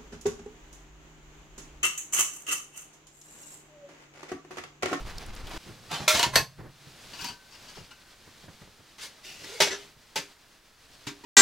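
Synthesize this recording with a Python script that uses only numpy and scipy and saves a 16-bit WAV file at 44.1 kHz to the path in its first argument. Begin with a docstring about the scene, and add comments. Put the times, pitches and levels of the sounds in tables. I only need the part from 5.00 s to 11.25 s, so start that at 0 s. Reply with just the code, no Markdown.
"""A steel heat shield is scraped and knocked off a small wood stove in a winter tent: clear modes over a crowd of
close ones, set off by cracks or tiny slips, then soft steps as it is carried away. The stove door is slid, shut on
a groaning hinge and latched, then bumped low down; the tent blurs the steel with a short, dense tail.
Behind it, jacket swishes and a faint hush. First comes a dry moment outdoors: wind on the microphone, rustling
clothes and snow, all shaped noise."""
import sys
import numpy as np
from scipy import signal
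from scipy.fft import rfft, irfft, next_fast_len
from scipy.io import wavfile
from scipy.ndimage import uniform_filter1d

SR = 44100
rng = np.random.default_rng(int(sys.argv[2]) if len(sys.argv) > 2 else 0)


def to_wav(sig):
    """Store sig (one row per channel, or 1-D mono) as 16-bit WAV at the path in sys.argv[1].

    Samples outside -1..1 are clipped; the rate is SR.
    """
    pcm = np.clip(np.atleast_2d(sig), -1, 1) * 32767
    pcm = np.round(pcm).astype(np.int16)
    wavfile.write(sys.argv[1], SR, pcm.T)  # frames by channels


N = 275625
TIME = np.arange(N) / SR
RING_TIME = TIME[:SR // 2]
FIRM_DB = -30  # level of a firm touch

# shield modes: [f/Hz, t60/s, level/dB touched at hook, at rim, at corner]
SHIELD_MODES = [(622, 0.52, 0.5, -23, -29), (955, 0.15, 2.5, 12, -22), (1068, 0.18, -3, -13, 0),
                (1355, 0.2, 7.5, -12, -44), (1650, 0.11, -15, -26, -1), (1780, 0.19, -27, 4, -25),
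                (1815, 0.11, -31.5, -20, 1), (2040, 0.078, -16, 5, 1.5), (2162, 0.33, 3, -5.5, -40),
                (2401, 0.13, 7.5, -4, -25), (2570, 0.094, 5, -14, -18), (2582, 0.16, -21, 7, -5.5),
                (2950, 0.06, -31, 12, -2), (3150, 0.12, -11, -10, -19), (3520, 0.14, 4, -17, -35),
                (3900, 0.088, 3.5, 8.5, -23), (4190, 0.13, 1, -9, -8), (4380, 0.19, -30, 6, -4.5),
                (4721, 0.24, -25, -15, -11), (5150, 0.22, -11, -16, -13), (5675, .22, -3.5, -14, -28),
                (6078, 0.24, -16, -9, -16), (6700, 0.22, -3, -7, -24), (7289, 0.26, -3.5, -13, -28)]
# stove modes: [f/Hz, t60/s, level/dB touched at door, at latch, at foot]
STOVE_MODES = [(289.3, 0.46, -19, -12, 2.5), (402.7, 0.35, 0.5, -6, 3.5), (472, .06, 6, -7, -27),
               (552, 0.049, 8.5, -27.5, -20), (616, 0.059, 11, -27, -12), (882, 0.1, -25, 12, -22),
               (947, 0.16, 1, -4, 7), (1610, 0.12, -1, -11.5, -8), (1883, 0.16, 2, -12, -1),
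               (2050, 0.11, 3, 6, -13.5), (2240, 0.23, 1.5, -5, -11), (2520, 0.22, 4.5, -16, -3),
               (3400, 0.25, -2, -4, -12), (3840, 0.14, 1, -24.5, -19), (4830, 0.15, 3, 4, -14),
               (5670, 0.21, -4, 0, -14), (6160, 0.19, -2, 3.5, -20), (7580, 0.18, -0.5, -19, -26)]
# modes of the spring clips on the back of the shield: [f/Hz, t60/s, level/dB touched at root, at tip]
CLIP_MODES = [(968, 0.35, -4, -16), (1402, 0.17, -12, 5.5), (1537, 1.54, -30, -6.5), (2620, 0.15, -7, 4),
              (2870, 0.14, 0, 7), (3080, 0.17, 1.5, -9), (4520, 0.098, 1.5, -11), (4610, 0.18, 3, -16),
              (5500, .15, -9, -16), (8150, 0.087, -7, -3)]
# crowded upper modes of the clips: [f/Hz, level/dB]
CLIP_COLOUR = [(100, -19), (250, 1.5), (480, -16), (950, 0.5), (1180, -8), (1400, -6), (1700, -6.5),
               (2800, -4.5), (3850, -8), (4600, -3), (6500, -10.5), (8200, -18.5), (15500, -31)]
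# touched places: modes (table), order (its level column), push_s (build-up time constant/s),
# pan_db (left minus right/dB), colour of the crowded modes [f/Hz, level/dB]
CONTACTS = { "hook": dict(modes=SHIELD_MODES, order=0, push_s=0.00056, pan_db=-.5, colour=[(59, -73),
            (100, -37), (429, -14), (627, -9), (791, -18), (1060, -12), (1230, -8), (1370, -3.5),
            (1840, -7), (2470, -1.5), (2810, -12), (4020, -4.5), (4450, -12), (5300, -8), (7410, -13.5),
            (15500, -23.5)]),
            "edge": dict(modes=SHIELD_MODES, order=1, push_s=0.00069, pan_db=-0.5, colour=[(59, -24),
            (150, -2), (500, -9), (760, -1.5), (1000, -2.5), (1500, -5.5), (2500, -7), (3500, -5.5),
            (6000, -10), (9000, -17.5), (15500, -30)]),
            "rim": dict(modes=SHIELD_MODES, order=1, push_s=0.00056, pan_db=0, colour=[(59, -23.5),
            (100, -17), (275, -11.5), (370, -7), (627, -12), (697, -3.5), (808, -11.5), (936, -1),
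            (1290, -12.5), (1690, -8), (1840, -12), (2990, -6), (3610, -9.5), (6000, -11.5),
            (15500, -34.5)]),
            "corner": dict(modes=SHIELD_MODES, order=2, push_s=0.00045, pan_db=-.5, colour=[(60, -12),
            (115, 0), (250, -7), (500, 1), (800, 0.5), (1000, 4), (1270, -7.5), (1750, 2), (2400, -5),
            (4700, 0), (5600, -12), (6100, -2), (7200, -13), (8300, -7), (9700, -21.5), (11300, -7.5),
            (15500, -27)]),
            "clip": dict(modes=CLIP_MODES, order=0, push_s=0.0013, pan_db=3, colour=CLIP_COLOUR),
            "clip tip": dict(modes=CLIP_MODES, order=1, push_s=0.0045, pan_db=4, colour=CLIP_COLOUR),
            "door": dict(modes=STOVE_MODES, order=0, push_s=0.0016, pan_db=0.5, colour=[(80, -29),
            (180, -6), (280, -23), (400, 8), (620, -12.5), (730, -4), (1000, -4), (1750, -2), (2300, -4),
            (3200, -1), (6000, -1.5), (8500, -16.5), (11000, -16.5), (15500, -39)]),
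            "latch": dict(modes=STOVE_MODES, order=1, push_s=0.003, pan_db=0.5, colour=[(59, -42),
            (100, -8), (293, -7.5), (370, -4), (403, -3.5), (682, -7.5), (879, -9.5), (977, -9),
            (1180, -6.5), (1800, -5), (2090, -3), (3460, -5), (3930, -3.5), (6530, -9), (15500, -28)]),
            "slider": dict(modes=STOVE_MODES, order=1, pan_db=1, colour=[(100, -11), (400, 0.5),
            (1100, -11.5), (1600, -6), (2100, 1.5), (3800, -0.5), (6300, -1.5), (9000, -13), (15500, -19)]),
            "foot": dict(modes=STOVE_MODES, order=2, push_s=0.0038, pan_db=0.5, colour=[(70, -21.5),
            (140, 8), (190, -9), (270, 13.5), (400, -2.5), (520, -22), (1000, -7), (1200, -7), (1800, -2.5),
            (4500, -6), (7000, -10.5), (9000, -20), (15500, -30)]), }
# answer to a firm touch: crack_db (knock crack/dB), rub_ring_db (clear ring of a rub/dB),
# tilt_db (rub tilt/(dB/octave)), judder_db (rub judder/dB per unit of walk)
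RESPONSE = { "hook": dict(crack_db=-18),
            "edge": dict(crack_db=3, rub_ring_db=-24, tilt_db=-0.44, judder_db=0),
            "rim": dict(crack_db=1, rub_ring_db=-15, tilt_db=-0.5, judder_db=2.5),
            "corner": dict(crack_db=-7.5, rub_ring_db=-6, tilt_db=-1, judder_db=2),
            "clip": dict(crack_db=13, rub_ring_db=-7.5, tilt_db=4, judder_db=2),
            "clip tip": dict(crack_db=0),
            "door": dict(crack_db=-8, rub_ring_db=-6, tilt_db=-2, judder_db=2.5),
            "latch": dict(crack_db=3, rub_ring_db=-38, tilt_db=3, judder_db=0.8),
            "slider": dict(rub_ring_db=-28, tilt_db=2.5, judder_db=0), "foot": dict(crack_db=-4), }
# thud of the tent floor: [f/Hz, level/dB]
THUD = [(25, -4), (60, -1.5), (100, 4), (150, 3.5), (230, -3), (300, -5), (420, -4.5), (700, -12.5),
        (1900, -16.5), (4000, -45)]


def undb(db):
    """Decibels to gain."""
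    return 10 ** (np.asarray(db) / 20)


def unit(x):
    """Scale to rms 1."""
    return x / np.sqrt(np.mean(x ** 2))


def gain_at(hz, points):
    """Gain of a [f/Hz, level/dB] table, interpolated on log frequency."""
    f, db = np.transpose(points)
    return undb(np.interp(np.log(hz + 1), np.log(f), db))


def shape(x, response):
    """Filter by a gain that is a function of frequency."""
    size = next_fast_len(x.shape[-1])
    gain = response(np.arange(size // 2 + 1) * SR / size)
    return irfft(rfft(x, size) * gain, size)[..., :x.shape[-1]]


def noise(colour, size=N, grain_db=0):
    """Coloured stereo noise with mid rms 1; uneven sample sizes make it gritty."""
    # stereo width: [f/Hz, side minus mid/dB]
    side_db = [(25, -17), (70, -11), (130, -16), (300, -19), (600, -17), (2000, -12), (8000, -6.5),
               (15000, -8)]
    grit = undb(grain_db * np.repeat(rng.standard_normal(size // 32 + 1), 32)[:size])
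    mid, side = shape(grit * rng.standard_normal((2, size)), lambda f: gain_at(f, colour))
    side = shape(side, lambda f: gain_at(f, side_db))
    return np.array([mid + side, mid - side]) / np.std(mid)


def walk(rate_per_s, size=N):
    """Random drift between fresh values at the given rate; its spread is about 1.4."""
    hold = int(SR / rate_per_s)
    held = np.repeat(rng.standard_normal(size // hold + 1), hold)
    return 1.72 * uniform_filter1d(held, hold)[:size]


def fade(t60_s):
    """Exponential decay by 60 dB in t60_s."""
    return np.exp(-np.log(1000) * RING_TIME / t60_s)


def held_fade(t60_s, hold_s):
    """Level 1 for hold_s, then exponential decay."""
    return np.minimum(1, fade(t60_s) * np.exp(np.log(1000) * hold_s / t60_s))


def swell(s, rise_s, fall_s):
    """Gaussian-flanked movement that peaks at 1 at time s; the floor of exp(-20) is inaudible."""
    return np.exp(-np.minimum(((TIME - s) / np.where(TIME < s, rise_s, fall_s)) ** 2, 20))


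def movements(rows, rest_db):
    """Gain of [t/s, half length/s, level/dB] movements over a resting level; their powers add."""
    power = sum((undb(db) * swell(s, half_s, half_s)) ** 2 for s, half_s, db in rows)
    return np.sqrt(undb(rest_db) ** 2 + power)


def add(out, s, x):
    """Mix a sound in at time s."""
    start = max(int(s * SR), 0)
    out[:, start:start + x.shape[1]] += x[:, :N - start]


def outdoors():
    """Wind buffets the ports; snow and stiff clothes crunch and snap, dry and without echo."""
    # wind and snow spectra: [f/Hz, level/dB]
    wind_colour = [(12, -2.5), (22, 5), (38, 1), (60, -5.5), (130, -13), (400, -40), (800, -67)]
    snow_colour = [(88, -27), (150, -0.5), (243, -3), (306, 0), (386, -3.5), (972, -4), (1640, -7.5),
                   (4720, -12), (11200, -27), (15000, -31.5)]
    # wind gusts: [t/s, half length/s, level/dB]
    gusts = [(.06, 0.022, -41), (.15, 0.048, -36), (.297, 0.023, -39.5), (.442, 0.013, -33.5),
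             (.56, .015, -45)]
    # boots shifting weight in snow: [t/s, half length/s, level/dB]
    crunches = [(.07, 0.025, -42.5), (.108, 0.039, -42.5), (.22, 0.076, -47.5), (.516, 0.0089, -40),
                (.558, 0.034, -40.5)]
    # snaps of stiff cloth and snow crust: [t/s, level/dB, centre f/Hz, t60/s]
    snaps = [(0.097, -41, 1500, 0.028), (0.1818, -27.5, 4800, 0.016), (.262, -44, 9000, .025),
             (.350, -41, 10000, 0.018), (0.362, -39, 4900, 0.022), (0.469, -37, 3400, 0.043),
             (0.495, -43, 10500, 0.014), (0.507, -43, 2600, .025), (0.555, -42, 1500, 0.013)]
    wind_db, rustle_db = -44, -47.5  # resting levels; the rustle is stiff clothes
    wind = noise(wind_colour) * movements(gusts, wind_db) * undb(1.4 * walk(17.6))
    snow = noise(snow_colour, grain_db=1.5) * movements(crunches, rustle_db) * undb(1.54 * walk(60.3))
    out = wind + snow
    for s, db, hz, t60_s in snaps:
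        colour = [(hz / 4, -25), (hz * 0.64, -10), (hz, 0), (hz * 1.6, -14), (hz * 3, -22)]
        snap = noise(colour, len(RING_TIME)) * fade(t60_s)
        add(out, s, undb(db) * snap * (1 - np.exp(-RING_TIME / 0.00094)))
    return out


def tent():
    """Sleeves brush unevenly with each arm movement, over a faint steady hush."""
    # jacket cloth and tent hush spectra: [f/Hz, level/dB]
    cloth_colour = [(40, -8.5), (110, -6), (250, -8), (700, -11), (1600, -12), (4400, -11), (8000, -19.5),
                    (15500, -31)]
    hush_colour = [(20, -1), (60, -6), (200, -20.5), (600, -16), (1800, -13), (3000, -29), (15500, -28.5)]
    # arm movements: [t/s, half length/s, level/dB]
    swishes = [(.66, 0.12, -51.5), (.84, 0.15, -54.5), (1.87, 0.14, -55.5), (2.13, 0.21, -49),
               (2.66, 0.27, -53), (3.2, 0.33, -57.5), (3.5, 0.23, -56.5), (4.15, 0.58, -57),
               (4.84, 0.1, -54), (5.22, 0.23, -57.5), (6.05, 0.28, -56)]
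    jacket_db, hush_db = -61.5, -64.5  # jacket between movements; hush
    cloth = noise(cloth_colour, grain_db=0.5)
    sleeves = cloth * movements(swishes, jacket_db) * undb(0.69 * walk(30))
    return sleeves + noise(hush_colour) * undb(hush_db)


def steps():
    """Soft boots and knees load the floor in dull noise thuds; boots also drag over it."""
    # footfalls and knees: [t/s, level/dB]
    footfalls = [(0.929, -42), (1.002, -37), (1.142, -31), (1.268, -32.5), (1.404, -36), (1.862, -50.5),
                 (2.223, -43.5), (2.297, -44.5), (2.771, -40), (2.805, -45), (3.273, -50), (3.438, -47.5),
                 (3.481, -43), (3.616, -45.5), (3.675, -49.5), (3.795, -51), (4.414, -51.5), (4.965, -57)]
    # dragged boots: [t/s, half length/s, level/dB]
    shuffles = [(0.696, 0.035, -47.5), (0.814, 0.18, -54), (1.602, 0.017, -41), (1.663, 0.043, -45.5)]
    build_s, hold_s, t60_s = 0.0039, 0.0017, 0.16
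    drag = sum(undb(db) * swell(s, half_s, half_s) for s, half_s, db in shuffles)
    out = noise(THUD) * drag
    load = np.minimum(RING_TIME / build_s, 1) * held_fade(t60_s, hold_s)
    for s, db in footfalls:
        add(out, s - build_s / 2, undb(db) * noise(THUD, len(RING_TIME)) * load)
    return out


def wobble():
    """Lowest bending mode of the sheet, as narrow-band noise: each flex sets it swaying, it dies slowly."""
    # flexes as the sheet comes free and as it is turned over: [t/s, level/dB]
    flexes = [(1.24, -45), (2.2, -75)]
    centre_hz, half_width_hz = 136, 11.6
    rise_s, t60_s = 0.0193, 2.2
    sway = shape(rng.standard_normal(N), lambda f: 1 / (1 + ((f - centre_hz) / half_width_hz) ** 2))
    power = 0
    for s, db in flexes:
        age_s = np.maximum(TIME - s, 0)
        level = undb(db) * np.minimum(age_s / rise_s, 1) * np.exp(-np.log(1000) * age_s / t60_s)
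        power = power + level ** 2
    return unit(sway) * np.sqrt(power)


def hinge():
    """The groan gets higher and louder as the door gathers speed; its pitch and level are unsteady."""
    slow_hz, fast_hz, groan_db = 359, 461, -52  # before the random wander
    speed = swell(4.552, rise_s=0.0686, fall_s=0.063)  # fastest shortly before the door strikes
    hz = (slow_hz + (fast_hz - slow_hz) * speed ** 2) * (1 + 0.047 * walk(200))
    groan = unit(np.sin(2 * np.pi * np.cumsum(hz) / SR))
    return groan * speed * undb(groan_db + 3.1 * walk(100))


def modal_ring(place):
    """Clear modes of the touched part; a weaker detuned twin makes each beat."""
    mode_split = 0.00703  # nominal detuning of the twin as a share of f
    clear, gains = 0, undb(np.array([mode[2 + place["order"]] for mode in place["modes"]]))
    for (hz, mode_t60_s, *_), gain in zip(place["modes"], gains):
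        # short waves reach the two ports less alike
        port_scatter = 0.5 * min(hz / 4000, 1) * rng.standard_normal((2, 1))
        phase = rng.uniform(0, 2 * np.pi) + port_scatter
        twin_hz = hz * (1 + mode_split * rng.choice([-1, 1]) * rng.uniform(1 / 2, 2.3))
        angle, twin_angle = (np.float32(2 * np.pi * f * RING_TIME) + np.float32(phase) for f in (hz, twin_hz))
        pair = np.sin(angle) + 0.55 * np.cos(twin_angle)
        clear = clear + gain * fade(mode_t60_s) * pair
    return clear / np.sqrt(np.sum(gains ** 2) / 2)


def crowded_wash(place, t60_s):
    """Crowd of close modes as unevenly bunched noise, decaying by octave and blurred by the tent."""
    ripple_db, ripple_step_hz = 3.5, 54.95  # spread and spacing of the bunches
    tent_fill_s = 0.0054  # early reflections hold the level
    bass_linger = 0.0047  # lows outlast the treble: log2 of t60 per octave down
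    crowd, wash = noise(place["colour"], len(RING_TIME), grain_db=0.5), 0
    bunches = unit(undb(ripple_db * rng.standard_normal(600)))
    crowd = shape(crowd, lambda f: np.interp(f, ripple_step_hz * np.arange(len(bunches)), bunches))
    octaves = np.arange(-3, 5)  # relative to 1 kHz
    for octave in octaves:
        band = shape(crowd, lambda f: np.interp(np.log2((f + 1) / 1000), octaves, octaves == octave))
        wash = wash + band * held_fade(t60_s * 2 ** (-bass_linger * octave), tent_fill_s)
    return wash


def ring(contact, ring_db, t60_s):
    """Steel touched once: clear modes over a wash of crowded ones, panned to its place."""
    place = CONTACTS[contact]
    steel = crowded_wash(place, t60_s) + undb(ring_db) * modal_ring(place)
    pan = undb(place["pan_db"] / 2 * np.array([[1], [-1]]))
    return steel * (1 - np.exp(-RING_TIME / 0.00045)) * pan


def scrapes():
    """Tiny slips keep steel ringing; grip judders, the spot wanders between two, firmer rubs are brighter."""
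    # rubs of metal on metal: [t of strongest pressure/s, contact, rise/s, fall/s, level/dB]
    rubs = [(.929, "edge", 0.027, 0.044, -32), (1.005, "edge", 0.032, 0.062, -37.5),
            (1.148, "rim", 0.018, 0.051, -26.5), (1.183, "rim", 0.017, 0.038, -25),
            (1.349, "corner", 0.02, 0.013, -30.5), (2.23, "clip", 0.055, 0.066, -39),
            (2.52, "clip", 0.0152, 0.041, -48.5), (2.69, "clip", 0.026, 0.018, -47),
            (2.765, "clip", 0.026, 0.033, -48.5), (4.034, "latch", 0.034, 0.023, -38),
            (4.243, "slider", 0.011, 0.12, -43.5), (4.46, "slider", 0.09, 0.073, -46.5),
            (4.581, "latch", 0.19, 0.11, -42.5), (4.724, "door", 0.024, 0.018, -29),
            (4.8, "latch", 0.083, 0.028, -48.5)]
    slips_per_s, slip_scatter_db = 1400, 1.5
    judder_per_s, wander_per_s = 130, 30  # rates of grip and of spot
    tilt_growth = 0.19  # dB/octave per dB above a firm touch
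    out = np.zeros((2, N))
    for s, contact, rise_s, fall_s, db in rubs:
        part, t = RESPONSE[contact], TIME[:SR] - 1 / 2
        judder = unit(undb(part["judder_db"] * walk(judder_per_s, SR)))
        pressure = np.exp(-(t / np.where(t < 0, rise_s, fall_s)) ** 2) * judder
        sizes = rng.choice([-1, 1], SR) * undb(slip_scatter_db * rng.standard_normal(SR))
        slips = unit((rng.random(SR) < slips_per_s / SR) * sizes)
        tilt_db = part["tilt_db"] + tilt_growth * (db - FIRM_DB)
        slips = shape(slips * pressure, lambda f: undb(tilt_db * np.log2((f + 100) / 2500)))
        spot = walk(wander_per_s, SR)
        for share in np.cos(spot), np.sin(spot):
            body = ring(contact, part["rub_ring_db"], 0.18)
            body = body / np.sqrt(np.sum(body ** 2) / 2)
            rub = signal.fftconvolve((share * slips)[None], body, axes=1)
            add(out, s - 1 / 2, undb(db) * rub)
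    return out


def knocks():
    """Each knock is a noise crack plus the ring of the part hit; harder knocks crack more."""
    # knocks: [t/s, contact, level/dB, clear ring/dB, wash t60/s]
    hits = [(.912, "edge", -35.5, -16, 0.21), (1.0782, "hook", -17, 1.5, 0.37),
            (1.147, "rim", -28.5, -9, 0.08), (1.17, "rim", -31.5, -7, .05),
            (1.1936, "rim", -23.5, 1, 0.046), (1.2286, "rim", -22, 0.5, 0.19),
            (1.235, "rim", -32, 6, 0.044), (1.356, "corner", -15, 0, 0.18),
            (2.131, "clip tip", -43, -6, 0.29), (2.188, "clip tip", -43, 4.5, .16),
            (2.243, "clip", -36, -3.5, 0.2), (2.285, "clip", -43, 5.5, 0.25),
            (2.907, "clip tip", -47, -0.5, 0.12), (3.981, "latch", -46, -7, 0.5),
            (4.441, "latch", -41, -13, 0.051), (4.6023, "door", -17, 2, 0.27),
            (4.618, "latch", -20.5, -8, .15), (4.671, "door", -31.5, 4.5, 0.11),
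            (5.157, "latch", -25.5, -2, 0.21), (6.067, "foot", -29.5, -11.5, 0.17),
            (6.236, "foot", -45, 3.5, .2)]
    crack_growth = 0.56  # dB of crack per dB above a firm touch
    crack_colour = [(300, -30), (700, -17), (1500, 4), (6000, 5), (15000, -4)]  # f/Hz, level/dB
    out = np.zeros((2, N))
    for s, contact, db, ring_db, t60_s in hits:
        crack = noise(crack_colour, len(RING_TIME), grain_db=-0.5) * fade(0.021)
        crack_db = RESPONSE[contact]["crack_db"] + crack_growth * (db - FIRM_DB)
        push = 1 - np.exp(-RING_TIME / CONTACTS[contact]["push_s"])
        knock = ring(contact, ring_db, t60_s) + undb(crack_db) * crack
        add(out, s, undb(db) * push * knock)
    return out


def scene():
    """A moment outdoors, then the work at the stove."""
    inside_s = 0.578
    inside = knocks() + scrapes() + hinge() + steps() + wobble() + tent()
    return np.where(TIME < inside_s, outdoors(), inside)


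def record(dry):
    """The two ports differ a little in colour and phase; the top is cut."""
    # port balance: [f/Hz, left minus right/dB]
    balance_db = [(60, .7), (300, -1.8), (700, -1.8), (2000, -.3), (5000, .7)]
    # port phase: [f/Hz, left lead/rad]
    port_phase = [(60, -.1), (130, -.35), (250, -.55), (600, -.65), (1000, -.5), (2500, -.1)]
    top_hz = 15800

    def half_difference(f):
        """Half of the port difference; the other port gets its inverse."""
        hz, radians = np.transpose(port_phase)
        return np.sqrt(gain_at(f, balance_db) * np.exp(1j * np.interp(f, hz, radians)))

    ports = [shape(dry[0], half_difference), shape(dry[1], lambda f: 1 / half_difference(f))]
    return signal.sosfilt(signal.ellip(10, .2, 80, top_hz, fs=SR, output="sos"), ports)


dry = scene()
out = record(dry)
to_wav(out)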